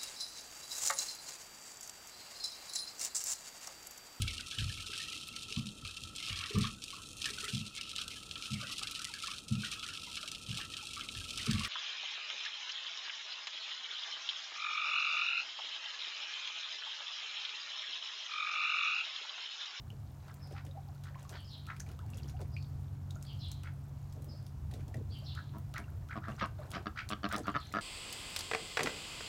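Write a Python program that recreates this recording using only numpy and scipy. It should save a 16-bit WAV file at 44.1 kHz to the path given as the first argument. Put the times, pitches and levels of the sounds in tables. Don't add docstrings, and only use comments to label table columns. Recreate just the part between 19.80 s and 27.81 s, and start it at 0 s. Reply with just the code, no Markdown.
import sys
import numpy as np
from scipy import signal
from scipy.fft import rfft, irfft
from scipy.io import wavfile
from scipy.ndimage import uniform_filter1d

SR = 44100
rng = np.random.default_rng(int(sys.argv[2]) if len(sys.argv) > 2 else 0)


def master_out(mix):
    frames = np.transpose(np.atleast_2d(mix))
    ceiling = np.clip(frames, -1, 1)
    pcm = np.round(ceiling * 32767).astype(np.int16)
    wavfile.write(sys.argv[1], SR, pcm)


N = 353232

# start in seconds, length in seconds, rms level of the gulps in dB,
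# their centre pitch in Hz, rms level of the fizzing spray in dB before its fade.
SLOSHES = [(.425, 0.058, -70, 705, -69), (.56, 0.14, -66.5, 1140, -84), (0.706, 0.023, -52, 418, -64),
           (0.845, 0.026, -56, 445, -70), (1.379, 0.051, -67, 890, -65), (1.496, 0.06, -56, 733, -70),
           (2.062, 0.061, -61, 760, -65.5), (2.278, 0.18, -71.5, 840, -74), (2.346, .12, -55, 293, -70),
           (2.472, 0.045, -72, 700, -72), (2.591, 0.039, -52, 690, -68), (2.605, 0.031, -53, 305, -82),
           (4.35, .2, -55.5, 288, -81), (4.921, 0.1, -54.5, 329, -69), (5.07, .05, -60, 473, -82),
           (5.141, 0.071, -49, 305, -79), (6.477, 0.068, -60, 700, -63), (6.783, 0.23, -58.5, 713, -67.5),
           (7.569, 0.044, -44.5, 487, -65), (7.804, 0.18, -69, 503, -64)]


def undb(db):
    return 10 ** (np.asarray(db) / 20)


def unit(x):
    return x / np.sqrt(np.mean(x ** 2) + 1e-18)


def clock(length):
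    return np.arange(max(int(length * SR), 2)) / SR


def add(out, s, x):
    i = int(np.clip(s * SR, 0, N - 1))
    out[i:i + len(x)] += x[:N - i]


def band(x, lo_hz, hi_hz, order=2):
    hi_hz = min(hi_hz, .47 * SR)
    lo_hz = min(lo_hz, hi_hz / 2)
    return signal.sosfilt(signal.butter(order, [lo_hz, hi_hz], "band", fs=SR, output="sos"), x)


def walk(rate, size=N):
    k = max(int(SR / rate), 1)
    steps = np.repeat(rng.standard_normal(size // k + 1), k)
    return uniform_filter1d(steps, k)[:size]


def noise(colour):
    hz, db = np.transpose(colour)
    bins_hz = np.fft.rfftfreq(N, 1 / SR)
    gain = undb(np.interp(np.log(bins_hz + 1), np.log(hz), db))
    return unit(irfft(rfft(rng.standard_normal(N)) * gain, N))


def yard(x, wet_db, t60, lo_hz, hi_hz, delay=0.00065):
    t = clock(.6)
    tail = band(rng.standard_normal(len(t)), lo_hz, hi_hz, order=1)
    tail *= np.exp(-np.log(1000) * t / t60) * (t > delay)
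    tail *= np.sqrt((hi_hz - lo_hz) / (SR / 2) / np.sum(tail ** 2))
    return x + undb(wet_db) * signal.fftconvolve(x, tail)[:N]


def bubble(hz, t60, rise):
    t = clock(t60)
    envelope = (1 - np.exp(-2 * hz * t)) * np.exp(-np.log(1000) * t / t60)
    glide_hz = hz * 2 ** (rise * t / t60)
    return np.sin(2 * np.pi * np.cumsum(glide_hz) / SR) * envelope


def bubbles(length, rate, centre_hz, octaves, cycles, spread_db, sink=0):
    out = np.zeros(int((length + .2) * SR))
    for when, pitch, size in rng.random((int(rate * length) + 2, 3)):
        shift = octaves * (2 * pitch - 1) + sink * (.5 - when)
        hz = min(centre_hz * 2 ** shift, SR / 3)
        ring = bubble(hz, cycles / hz, 0.36)
        i = int(when * length * SR)
        out[i:i + len(ring)] += ring[:len(out) - i] * undb(-spread_db * np.log(0.0018 + size))
    return out * np.sqrt(length * SR / np.sum(out ** 2))


def engine():
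    # multiple of the turning rate, rms level in dB before the level moves.
    harmonics = [(2, -54), (3, -53), (4, -68), (6, -75.5)]
    # time in seconds, level change in dB.
    carry = [(0, -6), (.7, 4), (1.7, 1), (3.0, 6), (4.2, 2.5), (5.7, 2.5), (7.3, -11), (8, -8)]
    # time in seconds, rms level in dB.
    rumble_swell = [(0, -45.5), (.5, -51.5), (1.75, -51.5), (2.3, -43), (4.6, -48), (4.9, -42), (5.7, -45),
                    (6.6, -44.5), (8, -51.5)]
    # frequency in Hz, relative density in dB per Hz.
    rumble_colour = [(15, -63), (25, -62), (35, -10), (50, -6.5), (75, 4.5), (110, 3), (135, -1.5),
                     (170, -13.5), (230, -17.5), (400, -28), (1000, -62)]
    turning_hz = 46.62
    t = np.arange(N) / SR
    turns = np.cumsum(turning_hz * (1 + 0.0053 * walk(3.104))) / SR
    hum = np.zeros(N)
    for multiple, db in harmonics:
        level = np.sqrt(2) * undb(db + 1.37 * walk(3.3))
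        hum += level * np.sin(2 * np.pi * (round(multiple) * turns + rng.random()))
    hum *= undb(np.interp(t, *np.transpose(carry)))
    rumble = undb(np.interp(t, *np.transpose(rumble_swell))) * noise(rumble_colour)
    return hum + rumble


def open_air():
    # frequency in Hz, relative density in dB per Hz.
    air_colour = [(100, 3), (250, 3.5), (470, -6.5), (700, -.5), (1200, -6.5), (2000, -15), (4000, -20),
                  (7000, -20.5), (10000, -26), (13500, -22), (16000, -27.5)]
    return undb(-62 + .5 * walk(6.3)) * noise(air_colour)


def sloshes(spray_hz=4300, tick_db=-78, lap_db=-75):
    linger_s, fade_db = .03, 5
    out = np.zeros(N)
    for s, length, gulp_db, gulp_hz, spray_db in SLOSHES:
        gulps = bubbles(length, rate=600, centre_hz=gulp_hz, octaves=1.05, cycles=14, spread_db=1.8, sink=0.55)
        add(out, s, undb(gulp_db) * gulps)
        spray_s = length + linger_s
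        spray = bubbles(spray_s, rate=1500, centre_hz=spray_hz, octaves=1.7, cycles=28, spread_db=2.6)
        fade = fade_db * np.arange(len(spray)) / SR / spray_s
        add(out, s, undb(spray_db - fade) * spray)
    ticks = bubbles(N / SR, rate=220, centre_hz=7500, octaves=1.1, cycles=14, spread_db=3.3)
    laps = bubbles(N / SR, rate=40, centre_hz=850, octaves=1, cycles=25, spread_db=2.5)
    ripples = unit(undb(4 * walk(7)))
    return out + undb(tick_db) * ripples * ticks[:N] + undb(lap_db) * laps[:N]


def drips():
    # start in seconds, bubble pitch in Hz, level in dB, pitch rise in octaves.
    drops = [(0.103, 2870, -44, 0.5), (.912, 3780, -51, 0), (1.344, 1500, -50, 4.5), (1.356, 984, -44.5, 1),
             (1.451, 1166, -46.5, -0.4), (2.003, 5760, -32, 1.5), (2.002, 1490, -46.5, 2),
             (2.0897, 3120, -55, -0.5), (2.098, 1340, -53, 0.5), (2.191, 1176, -46, 1.5),
             (2.2924, 2780, -60, 0), (2.335, 2760, -45.5, -.4), (2.344, 4650, -48, 3),
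             (2.358, 4120, -56, 3), (2.372, 5570, -45, 7), (2.381, 3340, -49.5, 0),
             (2.398, 2900, -51, -0.5), (2.4325, 4270, -46, 2), (2.444, 3080, -53, 0), (2.458, 3150, -58, 2),
             (2.487, 5380, -46.5, 1), (2.567, 2590, -56, 1.5), (2.766, 2290, -37.5, 1),
             (2.826, 4280, -47, 2), (3.307, 3580, -42.5, 0.7), (3.356, 7000, -49, -0.5),
             (3.361, 1320, -47.5, 0.5), (5.142, 1820, -43.5, 0.5), (6.041, 2750, -51.5, 0),
             (6.081, 1300, -52.5, 2), (6.52, 2940, -49, -0.5), (6.565, 6150, -52, -1),
             (7.563, 5230, -34.5, -.5), (7.717, 7000, -53, 0), (7.87, 6360, -47, -0.5),
             (7.917, 2150, -49, -1)]
    tick_db, ring_cycles = -7, 66
    out, t = np.zeros(N), clock(.006)
    for s, hz, db, rise in drops:
        tick = band(rng.standard_normal(len(t)) * np.exp(-t / .0007), .8 * hz, 2 * hz, order=1)
        add(out, s, undb(db + tick_db) * tick / np.abs(tick).max())
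        add(out, s, undb(db) * bubble(hz, ring_cycles / hz, rise))
    return out


def splats(droplet_db=-15, scatter_s=.013, body_db=-7, count=9):
    # start in seconds, peak level of the crack in dB, centre in Hz, time for the hiss to fall 60 dB in seconds.
    slaps = [(0.5416, -46.5, 11800, 0.033), (.709, -55, 3000, .02), (.866, -46, 2600, 0.016),
             (1.237, -44, 3900, 0.089), (1.493, -38.5, 5170, 0.092), (1.867, -42.5, 3440, 0.024),
             (1.965, -44.5, 2996, 0.039), (1.9983, -41.5, 5700, 0.056), (2.089, -48, 3200, .04),
             (2.1908, -45.5, 2580, 0.0049), (2.263, -54.5, 4200, .006), (2.302, -46, 9000, .02),
             (2.385, -49, 3300, .04), (2.495, -46, 4830, 0.069), (2.615, -45, 2480, 0.033),
             (3.308, -43, 5660, .018), (3.4264, -37, 7000, 0.0039), (3.451, -47, 2900, .006),
             (3.7159, -34, 7400, 0.011), (3.834, -42, 3080, 0.021), (4.325, -48, 6000, .05),
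             (4.444, -46.5, 14100, 0.054), (4.666, -43, 5100, .025), (4.913, -45.5, 3300, 0.044),
             (4.9382, -43, 4070, 0.076), (5.1438, -45, 2800, 0.023), (5.5503, -44.5, 3820, 0.023),
             (5.784, -42.5, 12800, 0.0094), (5.9399, -36.5, 2540, 0.0052), (5.981, -36, 6250, 0.011),
             (6.288, -45.5, 3420, 0.0054), (6.659, -44.5, 5500, .006), (6.905, -43, 8500, .02),
             (6.9166, -33.5, 3750, 0.0098), (7.2896, -30.5, 4680, 0.0076), (7.295, -36.5, 7740, .02),
             (7.4894, -36, 4120, 0.0075), (7.5255, -31.5, 9100, 0.017), (7.563, -35, 5260, .012),
             (7.5812, -32.5, 6660, 0.024), (7.669, -41, 6640, 0.022), (7.925, -41.5, 6000, 0.017)]
    hiss_db = -5
    out, t = np.zeros(N), clock(.06)
    small = []
    for s, length, *_ in SLOSHES:
        small.append((s + length * rng.random(), -50.5, 4940 * 2 ** rng.uniform(-0.82, 1), 0.036))
    for s, db, hz, t60 in slaps + small:
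        decay = np.exp(-t / .001) + undb(hiss_db) * np.exp(-np.log(1000) * t / t60)
        burst = rng.standard_normal(len(t)) * decay * np.minimum(t / .0004, 1)
        body = band(burst, 1200, 10700, order=1)
        crack = band(burst, hz / 1.04, hz * 1.25, order=1) + undb(body_db) * body
        add(out, s, undb(db) * crack / np.abs(crack).max())
        for late, pitch, size in rng.standard_normal((count, 3)):
            drop_hz = min(1.14 * hz * 1.5 ** pitch, SR / 3)
            droplet = undb(db + droplet_db + 2 * size) * bubble(drop_hz, 0.0045, 0.44)
            add(out, s + scatter_s * (abs(late) - .25), droplet)
    return out


def chatter(low_hz=1230):
    # start in seconds, length in seconds, pulse rate in Hz, level in dB before halving and the call's arch,
    # top of the whistle in Hz before scatter, roughness from 0 to 1, overtone level in dB.
    calls = [(0.464, 0.072, 72, -52, 1820, 0.8, -18), (0.748, 0.066, 76.6, -47, 2770, 0.77, -11.5),
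             (1.237, 0.066, 72, -51.5, 2220, 0.75, -10), (1.509, 0.074, 74.45, -47.5, 2410, 0.73, -6.5),
             (1.869, 0.072, 71.7, -40.5, 2110, 0.37, -21), (3.837, 0.06, 70.1, -45.5, 2730, 0.6, -15),
             (5.554, 0.06, 66.6, -43, 1914, 0.32, -18), (5.94, .062, 65, -39, 2395, 0.31, -17),
             (6.289, 0.062, 66, -39.5, 2540, 0.15, -22), (6.414, 0.068, 59, -45.5, 1920, 0.2, -17.5),
             (6.577, 0.07, 71.3, -40, 3640, 0.47, -15), (6.922, 0.055, 84.3, -40.5, 3090, 0.65, -6.5),
             (7.156, 0.07, 72.8, -35, 2980, 0.15, -12), (7.496, 0.07, 75.1, -35, 2380, 0.5, -14),
             (7.634, 0.07, 58.1, -42.5, 1917, 0.13, -19)]
    scatter_db, sweep_scatter = 1.8, .15
    warble = .16
    bill_lo_hz, bill_hi_hz = 4000, 5700
    out = np.zeros(N)
    for s, length, rate, db, top_hz, rough, overtone_db in calls:
        t, rough = clock(1 / rate), np.clip(rough, 0, 1)
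        cycle, pulses = t * rate, max(round(length * rate), 1)
        for k in range(pulses):
            effort = np.sin(np.pi * (k + .5) / pulses)
            reach, strength = rng.standard_normal(2)
            top = low_hz + (top_hz - low_hz) * effort * (1 + sweep_scatter * reach)
            sweep = low_hz + (top - low_hz) * np.sin(np.pi / 2 * cycle ** 1.3) ** 2
            sweep *= 1 + warble * rough * walk(1100, size=len(t))
            phase = 2 * np.pi * np.cumsum(sweep) / SR
            whistle = np.sqrt(2 - 2 * rough) * np.sin(phase)
            rasp = unit(band(rng.standard_normal(len(t)), 1000, max(top, 1600), order=3))
            overtones = np.sin(2 * phase) + .5 * np.sin(3 * phase) + rng.standard_normal(len(t))
            overtones = unit(band(overtones, bill_lo_hz, bill_hi_hz))
            voice = whistle + np.sqrt(rough) * rasp + undb(overtone_db) * overtones
            swell = np.sin(np.pi * cycle) * undb(2.5 * walk(500, size=len(t)))
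            level = undb(db + scatter_db * strength) / 2 * effort
            add(out, s + k / rate, level * unit(swell * voice))
    return out


def chirp(length, pitches, wobble, sideband_db=-14, sideband_hz=700):
    t = clock(length)
    buzz = .6 * np.sin(2 * np.pi * 290 * t) + .5 * walk(500, size=len(t))
    hz = np.interp(t / length, [0, .5, 1], pitches) * (1 + wobble * buzz)
    beat = 1 + 2 * undb(sideband_db) * np.tanh(20 * wobble) * np.sin(2 * np.pi * sideband_hz * t)
    flicker = undb(3.5 * walk(160, size=len(t)))
    return np.sin(np.pi * t / length) * unit(flicker) * beat * np.sin(2 * np.pi * np.cumsum(hz) / SR)


def bird():
    # start in seconds into the song, length in seconds, start, middle and end pitch
    # in Hz, level in dB against the song, wobble as a share of pitch.
    notes = [(0.005, 0.06, 3900, 4700, 4300, -9, 0.07), (0.025, .075, 3450, 3195, 2740, -6, 0.073),
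             (0.14, 0.051, 4070, 5380, 4900, -11, 0.08), (0.154, .075, 4400, 4200, 3700, -2.5, 0.065),
             (.165, .085, 3900, 3510, 2787, -4, 0.085), (0.214, .06, 4400, 4056, 3510, -8.5, 0.069)]
    # start of a song in seconds, its level in dB.
    songs = [(1.529, -53.5), (3.436, -51), (5.287, -51), (7.615, -55)]
    # start of a peep in seconds, length in seconds, reference pitch in Hz, level in dB.
    peeps = [(0.602, 0.072, 5370, -62), (1.643, 0.052, 5200, -61), (2.706, 0.097, 5040, -64),
             (4.474, 0.069, 5170, -60)]
    peep_shape = np.array((.99, .97, .8))
    out = np.zeros(N)
    for s, song_db in songs:
        for late, length, *pitches, db, wobble in notes:
            add(out, s + late, undb(song_db + db) * chirp(length, pitches, wobble))
    for s, length, hz, db in peeps:
        add(out, s, undb(db) * chirp(length, hz * peep_shape, wobble=.04))
    return out


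def gurgles():
    # start in seconds, length in seconds, start, middle and end pitch in Hz, level in dB.
    pockets = [(0.728, .05, 720, 810, 780, -57), (0.875, 0.059, 556, 542, 560, -58.5),
               (0.949, 0.057, 615, 797, 690, -50.5), (1.067, 0.048, 875, 783, 600, -58.5),
               (2.215, 0.065, 1085, 840, 746, -60), (2.536, 0.031, 670, 734, 860, -53),
               (4.534, 0.024, 600, 580, 570, -57), (5.142, 0.033, 700, 618, 580, -51),
               (6.79, .03, 640, 582, 620, -48.5), (6.81, 0.038, 970, 1347, 1800, -54),
               (7.569, 0.053, 778, 522, 340, -47)]
    out = np.zeros(N)
    for s, length, *pitches, db in pockets:
        t = clock(length)
        hz = np.interp(t / length, [0, .5, 1], pitches) * (1 + .03 * walk(200, size=len(t)))
        envelope = np.sin(np.pi * (t / length) ** .7) * undb(2 * walk(150, size=len(t)))
        add(out, s, undb(db) * envelope * np.sin(2 * np.pi * np.cumsum(hz) / SR))
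    return out


def quacks(puff_db=-24):
    # time of the main pulse in seconds, pulses before it, pulses after it, pulse rate in Hz, level in dB,
    # swell up to the main pulse in dB, fade after it in dB, chest in dB, brightness in dB, bill opening as a ratio,
    # change of that ratio over the quack, roughness from 0 to 1.
    calls = [(5.748, 1, 4, 105.7, -37, 2, 8, 6, -11, 0.81, -0.011, 0.31),
             (6.002, 1, 2, 101.8, -38.5, -5, 16, 13, -1, 0.78, 0, 0),
             (6.3753, 2, 1, 108.5, -27.5, 3.5, 7, 3.5, -3, 0.88, -0.09, 0.27),
             (6.492, 2, 2, 107.8, -28.5, 5.5, 6, 0.5, -14, 0.97, -0.023, 0.31),
             (6.6251, 2, 4, 149.5, -23.5, 4, 5, -4.5, -0.5, .98, -0.082, 0.69),
             (6.9573, 2, 2, 92.6, -27.5, 5.5, 4, 2.5, -11, 0.95, -0.0074, 0.49),
             (7.0684, 1, 1, 99.1, -22.5, 8, 13, 0.5, 3, 1.01, 0.018, 0.03),
             (7.3324, 3, 0, 105.1, -23.5, 5.5, 0, 0.5, 6.5, 0.99, 0.057, 0),
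             (7.4424, 1, 2, 100.1, -20.5, 8.5, 2.5, 0.5, 2.5, 1.01, -0.067, 0.07),
             (7.5441, 2, 1, 106.9, -23.5, 3.5, -2, -0.5, 2.5, 1.03, 0.00039, 0.2),
             (7.681, 1, 2, 98.1, -19.5, 8.5, 6, -1.5, -3.5, 0.99, -0.046, 0.24),
             (7.7641, 3, 1, 142.7, -18.5, 8.5, 6, -8.5, -8, 1.04, -0.083, 0.35),
             (7.9391, 0, 3, 101.5, -23, 0, -1, -2, -2.5, 1.05, -0.026, 0.11),
             (7.9866, 1, 1, 108.4, -22, 6, 18, -3.5, -1.5, 1.05, -0.015, 0.07)]
    # frequency in Hz, width in Hz, level in dB before weighting by the width.
    throat = [(219, 35, 8), (306, 51, 4), (407, 35, -4), (667.5, 44, 7), (752, 20, 0), (1215, 63, 9),
              (1310, 65, 6), (1598, 37, 6), (2060, 35, -17), (2860, 140, -8), (3250, 320, -13.5),
              (3730, 110, -16), (4350, 130, -14), (4920, 130, -26), (5500, 190, -19)]
    mouth_waver, upper_waver = .011, .03
    croak_s, puff_s = .003, .003
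    out, t = np.zeros(N), clock(0.069)
    hz, width, db = np.transpose(throat)[:, :, None]
    chest, upper = hz < 1000, hz > 2400
    waver = np.where(upper, upper_waver, mouth_waver)
    sign = np.where(upper, (-1) ** np.arange(len(hz))[:, None], 1)
    for s, before, after, rate, peak_db, swell_db, fade_db, chest_db, bright_db, opening, glide, rough in calls:
        before, after = round(before), round(after)
        gain = width * undb(db + chest_db * chest + bright_db * upper)
        for k in range(-before, after + 1):
            bill = opening + glide * k / max(before + after, 1)
            mouth = np.where(chest, 1, bill) + waver * rng.standard_normal(hz.shape)
            colour = gain * undb(np.where(upper, 4, 2) * rng.standard_normal(hz.shape))
            rings = np.exp(-np.pi * width * t) * np.sin(2 * np.pi * hz * mouth * t)
            pulse = np.sum(sign * colour * rings, axis=0)
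            rattle = rng.standard_normal(len(t)) * np.exp(-t / croak_s)
            croak = signal.fftconvolve(pulse, rattle)[:len(t)]
            croak *= rough / np.abs(croak).max()
            breath = unit(band(rng.standard_normal(len(t)), 1750, 3740))
            puff = undb(puff_db + bright_db) * breath * np.exp(-t / puff_s)
            late, uneven = rng.standard_normal(2) * (k != 0)
            when = s + (k + (.015 + .15 * rough ** 2) * late) / rate
            drop_db = swell_db * -k / before if k < 0 else fade_db * k / max(after, 1)
            drop_db += 1.3 * uneven
            voice = (1 - rough / 3) * pulse / np.abs(pulse).max() + croak + puff
            add(out, when, voice * undb(peak_db - drop_db))
    return band(out, 120, 5800, order=6)


def scene():
    background = engine() + open_air()
    water = yard(sloshes() + drips() + splats() + gurgles(), wet_db=-8, t60=.17, lo_hz=200, hi_hz=14000)
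    soft_calls = yard(chatter(), wet_db=-4, t60=.2, lo_hz=600, hi_hz=7000)
    chirps = yard(bird(), wet_db=4.5, t60=.5, lo_hz=2000, hi_hz=7000)
    low_calls = yard(quacks(), wet_db=-9.5, t60=.22, lo_hz=150, hi_hz=5000)
    return (background + water + soft_calls + chirps + low_calls)[None]


def record(dry):
    top_hz = 16200
    return signal.sosfilt(signal.ellip(10, .2, 70, top_hz, fs=SR, output="sos"), dry)


dry = scene()
out = record(dry)
master_out(out)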